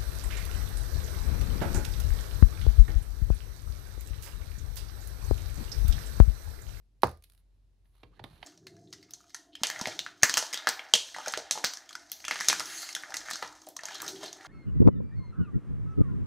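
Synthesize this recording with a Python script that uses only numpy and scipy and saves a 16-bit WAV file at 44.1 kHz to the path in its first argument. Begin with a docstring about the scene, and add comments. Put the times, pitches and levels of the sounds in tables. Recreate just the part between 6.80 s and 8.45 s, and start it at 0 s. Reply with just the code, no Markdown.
"""Binder cover on a wooden desk

The clear plastic cover of a ring binder drops open and its press stud smacks the desk: knock, crack and ring.
The sheet chatters in short rattles as it settles; then fingertips tap it flat (damped knocks and clacks)
and slide over it (grainy noise, tiny snaps, rising squeaks).
Heard from close above the desk, in a small quiet room with a low hum."""
import sys
import numpy as np
from scipy import signal
from scipy.fft import rfft, irfft
from scipy.io import wavfile
from scipy.ndimage import uniform_filter1d

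SR = 44100
rng = np.random.default_rng(int(sys.argv[2]) if len(sys.argv) > 2 else 0)


def digitize_waveform(pressure):
    """Quantize a signal to 16-bit integers and store it at the path in sys.argv[1].

    Rows of a 2-D input are taken as channels; values are limited to [-1, 1].
    """
    field = np.atleast_2d(pressure).T
    bounded = np.clip(field, -1, 1)
    quanta = np.round(bounded * 32767).astype(np.int16)
    wavfile.write(sys.argv[1], SR, quanta)


N = 72765
SIZE = 32768  # samples in each struck sound
T, HZ = np.arange(SIZE) / SR, np.fft.rfftfreq(SIZE, 1 / SR)


def amp(db):
    """Decibels to gain."""
    return 10 ** (np.asarray(db) / 20)


def unit(x):
    """Scales to an energy of one per channel."""
    return x / np.sqrt(np.sum(x ** 2) / len(np.atleast_2d(x)) + 1e-20)


def read(points, hz):
    """Reads a table on a log-frequency axis."""
    f, value = np.transpose(points)
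    return np.interp(np.log(hz + 1), np.log(f + 1), value)


def fade(t, t60):
    """Falls by 60 dB in t60 seconds."""
    return np.exp(-np.log(1000) * t / t60)


def pan(x, db):
    """Places a sound by its left-right difference; positive is left."""
    return x * amp([[db / 2], [-db / 2]])


def add(mix, s, sound):
    """Mixes a sound in at time s."""
    part = mix[:, round(s * SR):][:, :sound.shape[1]]
    part += sound[:, :part.shape[1]]


def click(spectrum):
    """The sharpest causal (minimum-phase) pulse with this spectrum."""
    cepstrum = irfft(np.log(amp(read(spectrum, HZ))))
    # fold the time-reversed half onto the causal half
    cepstrum[1:SIZE // 2] *= 2
    cepstrum[SIZE // 2 + 1:] = 0
    return unit(irfft(np.exp(rfft(cepstrum))))


def noise(spectrum, alike, size):
    """Coloured stereo noise of rms one, with a left-right likeness per frequency."""
    hz = np.fft.rfftfreq(size, 1 / SR)
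    a, b = rfft(rng.standard_normal((2, size)))
    likeness = np.clip(read(alike, hz), -1, 1)
    mid, side = a * np.sqrt(1 + likeness), b * np.sqrt(1 - likeness)
    x = irfft(np.array([mid + side, mid - side]) * amp(read(spectrum, hz)), size)
    return x / x.std()


def knock(hz, t60, rise_s):
    """A heavily damped swing of the struck surface."""
    rise = 1 - np.exp(-(T / rise_s) ** 2)
    return unit(rise * fade(T, t60) * -np.sin(2 * np.pi * hz * T))


def rattle(spectrum, t60, spread):
    """A click and the dense, quickly dying modes of the sheet behind it, spread times as strong."""
    ring = unit(noise([(20, 0), (20000, 0)], [(20, .8), (20000, .8)], SIZE) * fade(T, t60))
    hit_and_ring = spread * ring + (T == 0)
    return unit(signal.fftconvolve(click(spectrum)[None], hit_and_ring, axes=1)[:, :SIZE])


def ringing(modes, tilt_db=0):
    """Decaying modes that each swell over about one cycle, tilted by tilt_db per octave."""
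    total = 0
    for hz, db, t60 in modes:
        swell = 1 - np.exp(-T * hz)
        level = amp(db + tilt_db * np.log2(hz))
        total = total + level * fade(T, t60) * np.sin(2 * np.pi * hz * T) * swell
    return total


BEND_S = .001  # a wave of f Hz arrives BEND_S * 1000 / (100 + f) late


def bend(x, travel_s):
    """Bending waves carry the treble first, so each hit chirps downward."""
    size = 2 * x.shape[-1]
    turns = travel_s * 1000 * np.log(1 + np.fft.rfftfreq(size, 1 / SR) / 100)
    return irfft(rfft(x, size) * np.exp(-2j * np.pi * turns), size)[..., :size // 2]


# left-right balance of the cover, negative is weaker on the left: f/Hz, level/dB
COVER_SHADE = [(100, 0), (400, -5.5), (700, -4), (1300, -10), (4400, -12), (8000, -4), (12000, 0)]


def off_axis(x, share, lag_s):
    """Sound from one side reaches the left microphone with its lows late and its middle range shaded."""
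    size = 2 * x.shape[-1]
    hz = np.fft.rfftfreq(size, 1 / SR)
    shade = amp(share * read(COVER_SHADE, hz) * [[.5], [-.5]])
    left_lag = lag_s / (1 + (hz / 1300) ** 2) * [[1], [0]]  # shrinks toward the treble
    ears = shade * np.exp(-2j * np.pi * hz * left_lag)
    return irfft(rfft(x, size) * ears, size)[:, :size // 2]


# decay of the room tail: f/Hz, T60/s
ROOM_DECAY = [(80, 0.15), (300, 0.25), (1000, .2), (4000, .24)]
# left-right likeness of diffuse room sound: f/Hz, likeness (1 = same on both sides)
ROOM_LIKENESS = [(60, 0.47), (400, 0.75), (1500, 0.3), (6000, .3), (11000, 0.54)]


def room(spectrum, build_s=0.0047):
    """A diffuse tail that builds up and dies band by band."""
    hz, t, bands = signal.stft(noise(spectrum, ROOM_LIKENESS, SIZE), SR, nperseg=256)
    decay = fade(t, read(ROOM_DECAY, hz)[:, None])
    tail = signal.istft(bands * decay, SR)[1][:, :SIZE]
    return unit(tail * (1 - np.exp(-(T / build_s) ** 2)))


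def in_room(x, wet_db):
    """Adds the room to a small sound."""
    tail = room([(200, 7.5), (3000, 0.0), (14000, -2.0)])
    return x + amp(wet_db) * signal.fftconvolve(x, tail, axes=1)[:, :N]


# colour of the still room air: f/Hz, relative level/dB
AIR_COLOUR = [(22, -30), (50, 0.5), (100, -3), (170, -17), (300, -20.5), (600, -29.5), (1200, -37.5),
              (5000, -39), (11000, -48), (16000, -58.5)]
AIR_DB, HUM_HZ, HUM_DB = -69.5, 46.3, -61  # air is rms, hum is peak


def background():
    """Quiet room air as shaped noise, and a deep steady hum as one sine."""
    hum = amp(HUM_DB) * np.sin(2 * np.pi * (HUM_HZ * np.arange(N) / SR + rng.random()))
    return amp(AIR_DB) * noise(AIR_COLOUR, ROOM_LIKENESS, N) + hum


# colour of the sheet's clack: f/Hz, relative level/dB per Hz
CLACK_COLOUR = [(200, -9.5), (800, 0), (2200, 0), (4300, -3), (5500, -15), (7500, -26), (10500, -21.5),
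                (15000, -37)]
SHEET_T60 = 0.01  # s
CRINKLE_PER_S, CRINKLE_SPREAD_DB = 700, 2.5


def crinkle():
    """Tiny snaps of the flexing sheet at random moments, mostly faint; rms one."""
    struck = rng.random(N) < CRINKLE_PER_S / SR
    strength = amp(CRINKLE_SPREAD_DB * np.minimum(rng.exponential(1, N), np.pi))
    snaps = struck * rng.choice([-1, 1], N) * strength
    sheet = rattle(CLACK_COLOUR, SHEET_T60, spread=2.3)
    x = signal.fftconvolve(np.diff(snaps, prepend=0)[None], sheet, axes=1)[:, :N]
    return x / x.std()


# sliding fingers, before the grain and pan: t/s, rub level/dB, fine swish level/dB
SLIDE_LEVELS = [(.42, -99, -99), (.6, -87, -80), (.63, -93, -100), (1.03, -97, -100), (1.061, -86, -85.5),
                (1.1, -95, -87.5), (1.16, -77, -83), (1.22, -81, -88), (1.3, -86, -98.5),
                (1.335, -78, -104), (1.38, -78, -100), (1.425, -83.5, -95), (1.47, -70, -79.5),
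                (1.54, -66.5, -75.5), (1.6, -69.5, -81), (1.65, -65.5, -75.5)]
# colour of the rub: f/Hz, relative level/dB per Hz
RUB_COLOUR = [(100, -5.5), (400, -3.5), (650, 0.5), (900, 2.5), (1600, -2), (4300, -7), (5600, -17.5),
              (7800, -21.5), (16000, -40)]
# colour of the fine swish: f/Hz, relative level/dB per Hz
SWISH_COLOUR = [(100, -25.5), (7500, -18.5), (9700, 0.5), (12000, -0.5), (13500, -10.5), (16000, -19)]
# palm dragging on the binder: t/s, level/dB
PALM_LEVELS = [(1.2, -110), (1.24, -62), (1.37, -68), (1.45, -55), (1.52, -68.5), (1.65, -64)]
# colour of the palm's dull rub: f/Hz, relative level/dB per Hz
PALM_COLOUR = [(40, -9), (130, 0.5), (260, -11.5), (410, -10), (5000, -75)]
CRINKLE_DB = -5.5  # against the rub noise
RUB_GRAIN_DB, GRIP_DB = 2, 1  # rms swing of the fast and slow unevenness
RUB_PAN_DB = -7.5


def slide():
    """Skin drags over plastic in fine uneven grains; the palm adds a dull rub."""
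    t = np.arange(N) / SR
    s, rub_db, swish_db = np.transpose(SLIDE_LEVELS)
    alike = [(200, 0.72), (3000, 0.4), (11000, 0.73)]
    rub = pan(noise(RUB_COLOUR, alike, N) + amp(CRINKLE_DB) * crinkle(), RUB_PAN_DB)
    rub = rub * amp(np.interp(t, s, rub_db))
    swish = noise(SWISH_COLOUR, alike, N) * amp(np.interp(t, s, swish_db))
    palm = noise(PALM_COLOUR, alike, N) * amp(np.interp(t, *np.transpose(PALM_LEVELS)))
    grain = uniform_filter1d(rng.standard_normal(N), size=200)
    grip = uniform_filter1d(rng.standard_normal(N), size=900)
    uneven_db = RUB_GRAIN_DB * grain / grain.std() + GRIP_DB * grip / grip.std()
    return (rub + swish) * amp(uneven_db) + palm


# fingertip squeaks, level before the pan: t/s, length/s, centre f/Hz, level/dB
SQUEAK_EVENTS = [(1.323, 0.026, 1203, -68.5), (1.357, 0.0383, 1770, -71.5)]
SQUEAK_RISE, SQUEAK_JITTER = 0.11, .09  # total rise and rms wobble, shares of the pitch


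def squeaks():
    """A fingertip sticks and slips: a brief, unsteady, rising tone."""
    out = np.zeros((2, N))
    for s, length, hz, db in SQUEAK_EVENTS:
        u = np.arange(0, length, 1 / SR) / length
        wobble = uniform_filter1d(rng.standard_normal(len(u)), size=60)
        pitch = hz * (1 + SQUEAK_RISE * (u - .5) + SQUEAK_JITTER * wobble / wobble.std())
        tone = np.sin(np.pi * u) * np.sin(2 * np.pi * np.cumsum(pitch) / SR)
        add(out, s, pan(amp(db) * tone, RUB_PAN_DB))
    return out


# finger taps: t/s, knock level/dB, knock f/Hz, clack level/dB, sheet f/Hz, sheet level/dB
TAP_EVENTS = [(1.055, -66, 800, -56, 1700, -61), (1.232, -29, 380, -33, 3750, -39),
              (1.234, -31.5, 863, -35.5, 2770, -37.5), (1.3933, -31.5, 890, -34.5, 1720, -34),
              (1.3955, -26.5, 814, -39.5, 3310, -38.5), (1.3975, -27, 480, -42, 2520, -41),
              (1.4394, -21, 278, -27, 3750, -27), (1.4404, -31, 1000, -30, 3380, -30.5),
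              (1.442, -26.5, 750, -29, 2090, -27.5), (1.6272, -29, 724, -29.5, 2060, -25.5),
              (1.6285, -24.5, 760, -25.5, 3014, -25.5)]
# thuds of the hand on the desk: t/s, energy level/dB, f/Hz
THUD_EVENTS = [(1.24, -29, 64), (1.247, -36, 144), (1.408, -23, 112), (1.444, -26.5, 94.9),
               (1.503, -29.5, 160.8), (1.531, -26, 69.4)]
# low modes of the desk and the room: f/Hz, relative level/dB, T60/s
LOW_MODES = [(62, -34, .3), (80, -32, .36), (122.4, -30.5, .22), (186, -35, 0.2), (242, -30.5, 0.076),
             (346.7, -22.5, 0.088), (485.3, -28, .1), (668, -35.5, 0.11)]
# modes of the binder's sheet and rings: f/Hz, relative level/dB, T60/s
BINDER_MODES = [(787, -37, .17), (925, -30.5, 0.074), (972, -30.5, .1), (1077, -34.5, .13),
                (1206, -43.5, .27), (1614.6, -47, .16), (2055, -43, .1), (4500, -50, .12),
                (4740, -49.5, .14)]
KNOCK_T60, KNOCK_RISE_S, CLACK_T60, TAP_ROOM_DB = 0.0091, 0.00077, 0.033, -13.5
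TAP_LOW_DB, TAP_BINDER_DB = -11, -8.5  # ringing against the knock and the clack
TAP_TILT_DB = 4.5  # per octave: light taps favour the upper modes
THUD_T60, THUD_RISE_S = 0.11, 0.0063  # s


def taps():
    """Fingertips slap the sheet onto the wood, desk, room and binder ring, and the hand lands softly."""
    out = np.zeros((2, N))
    low_ring = amp(TAP_LOW_DB) * unit(ringing(LOW_MODES, TAP_TILT_DB))
    binder = amp(TAP_BINDER_DB) * unit(ringing(BINDER_MODES, TAP_TILT_DB))
    for s, knock_db, hz, clack_db, sheet_hz, sheet_db in TAP_EVENTS:
        thump = amp(knock_db) * (knock(hz, KNOCK_T60, KNOCK_RISE_S) + low_ring)
        clack = amp(clack_db) * (rattle(CLACK_COLOUR, CLACK_T60, spread=5.0) + binder)
        sheet = amp(sheet_db) * knock(sheet_hz, SHEET_T60, KNOCK_RISE_S)
        add(out, s, thump + clack + sheet)
    out = off_axis(in_room(bend(out, BEND_S), TAP_ROOM_DB), share=0.72, lag_s=.00003)
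    for s, db, hz in THUD_EVENTS:
        add(out, s, amp(db) * pan(knock(hz, THUD_T60, THUD_RISE_S), db=-2))
    return out


# ticks of the sheet, before the room: t/s, energy level/dB
TICK_EVENTS = [(0.2199, -30), (0.2709, -27), (0.2924, -34), (.3140, -35.5), (.3730, -46.5), (.4240, -40.5),
               (0.4388, -34.5), (0.4413, -34.5), (0.4989, -39), (0.5209, -42.5), (0.5349, -46.5),
               (0.549, -46.5), (0.5772, -46.5), (1.44, -33.5)]
# colour of a tick: f/Hz, relative level/dB per Hz
TICK_COLOUR = [(200, -18.5), (1500, -8.5), (4300, -3), (7500, -12), (9800, -1), (12500, -2.5), (16000, -20)]
TICK_T60, TICK_ROOM_DB = .018, -8


def ticks():
    """The sheet chatters against the desk and the rings in short bright rattles."""
    out = np.zeros((2, N))
    for s, db in TICK_EVENTS:
        add(out, s, amp(db) * rattle(TICK_COLOUR, TICK_T60, spread=3.4))
    return off_axis(in_room(out, TICK_ROOM_DB), share=0.62, lag_s=0)


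# colour of the stud's crack: f/Hz, relative level/dB per Hz
CRACK_COLOUR = [(100, -13), (350, 5.5), (700, 3), (1200, -2.5), (2300, -18), (3200, -14), (4600, -9.5),
                (6800, -32.5), (8300, -33.5), (9600, -23.5), (16000, -28.5)]
# early echoes of the knock: delay t/s, level/dB, left-right level/dB
EARLY_ECHOES = [(.0036, -15.5, -3), (.0098, -12.5, -2), (.021, -23, -4.5), (.0385, -26.5, -1),
                (.048, -26, -1.5)]
# colour of the room's answer: f/Hz, relative level/dB per Hz
BOOM_COLOUR = [(60, -3), (200, -3.5), (500, 0.5), (1000, 0), (1300, -6.5), (1700, -10.5), (3000, -26.5),
               (4600, -19), (6500, -27), (10000, -35.5), (16000, -38)]
SMACK_S, SMACK_DB, SMACK_HZ, SMACK_T60, SMACK_RISE_S = .2329, 10, 917, 0.006, .0006
CRACK_S, CRACK_DB, BOOM_DB = .2339, -1.5, -2


def smack():
    """The stud hits the desk: a hollow knock, a crack, echoes, ringing desk, room and binder, and a tail."""
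    out = np.zeros((2, N))
    body = amp(SMACK_DB) * bend(knock(SMACK_HZ, SMACK_T60, SMACK_RISE_S), BEND_S)
    add(out, SMACK_S, body[None])
    add(out, CRACK_S, amp(CRACK_DB) * bend(click(CRACK_COLOUR), BEND_S)[None])
    add(out, CRACK_S, amp(-9) * rattle(CLACK_COLOUR, t60=.022, spread=4.4))
    add(out, CRACK_S, amp(-16.0) * rattle(TICK_COLOUR, t60=0.043, spread=2.8))
    out = off_axis(out, share=.92, lag_s=.00017)
    for delay, db, side_db in EARLY_ECHOES:
        add(out, SMACK_S + delay, amp(db) * pan(body, side_db))
    ring = ringing(LOW_MODES) + ringing(BINDER_MODES)
    add(out, CRACK_S, off_axis(ring, share=.6, lag_s=.0003))
    add(out, CRACK_S, off_axis(amp(BOOM_DB) * room(BOOM_COLOUR), share=0.43, lag_s=0))
    return out


def scene():
    """Everything on the desk, and the room around it."""
    return background() + slide() + squeaks() + taps() + ticks() + smack()


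LOW_CUT_HZ, EDGE_HZ = 23, 16300


def record(dry):
    """A gentle bass cut and a steep treble limit."""
    dry = signal.sosfilt(signal.butter(2, LOW_CUT_HZ, "high", fs=SR, output="sos"), dry)
    band_limit = signal.firwin(511, EDGE_HZ, window=("kaiser", 9), fs=SR)
    return signal.oaconvolve(dry, band_limit[None], "same")


dry = scene()
out = record(dry)
digitize_waveform(out)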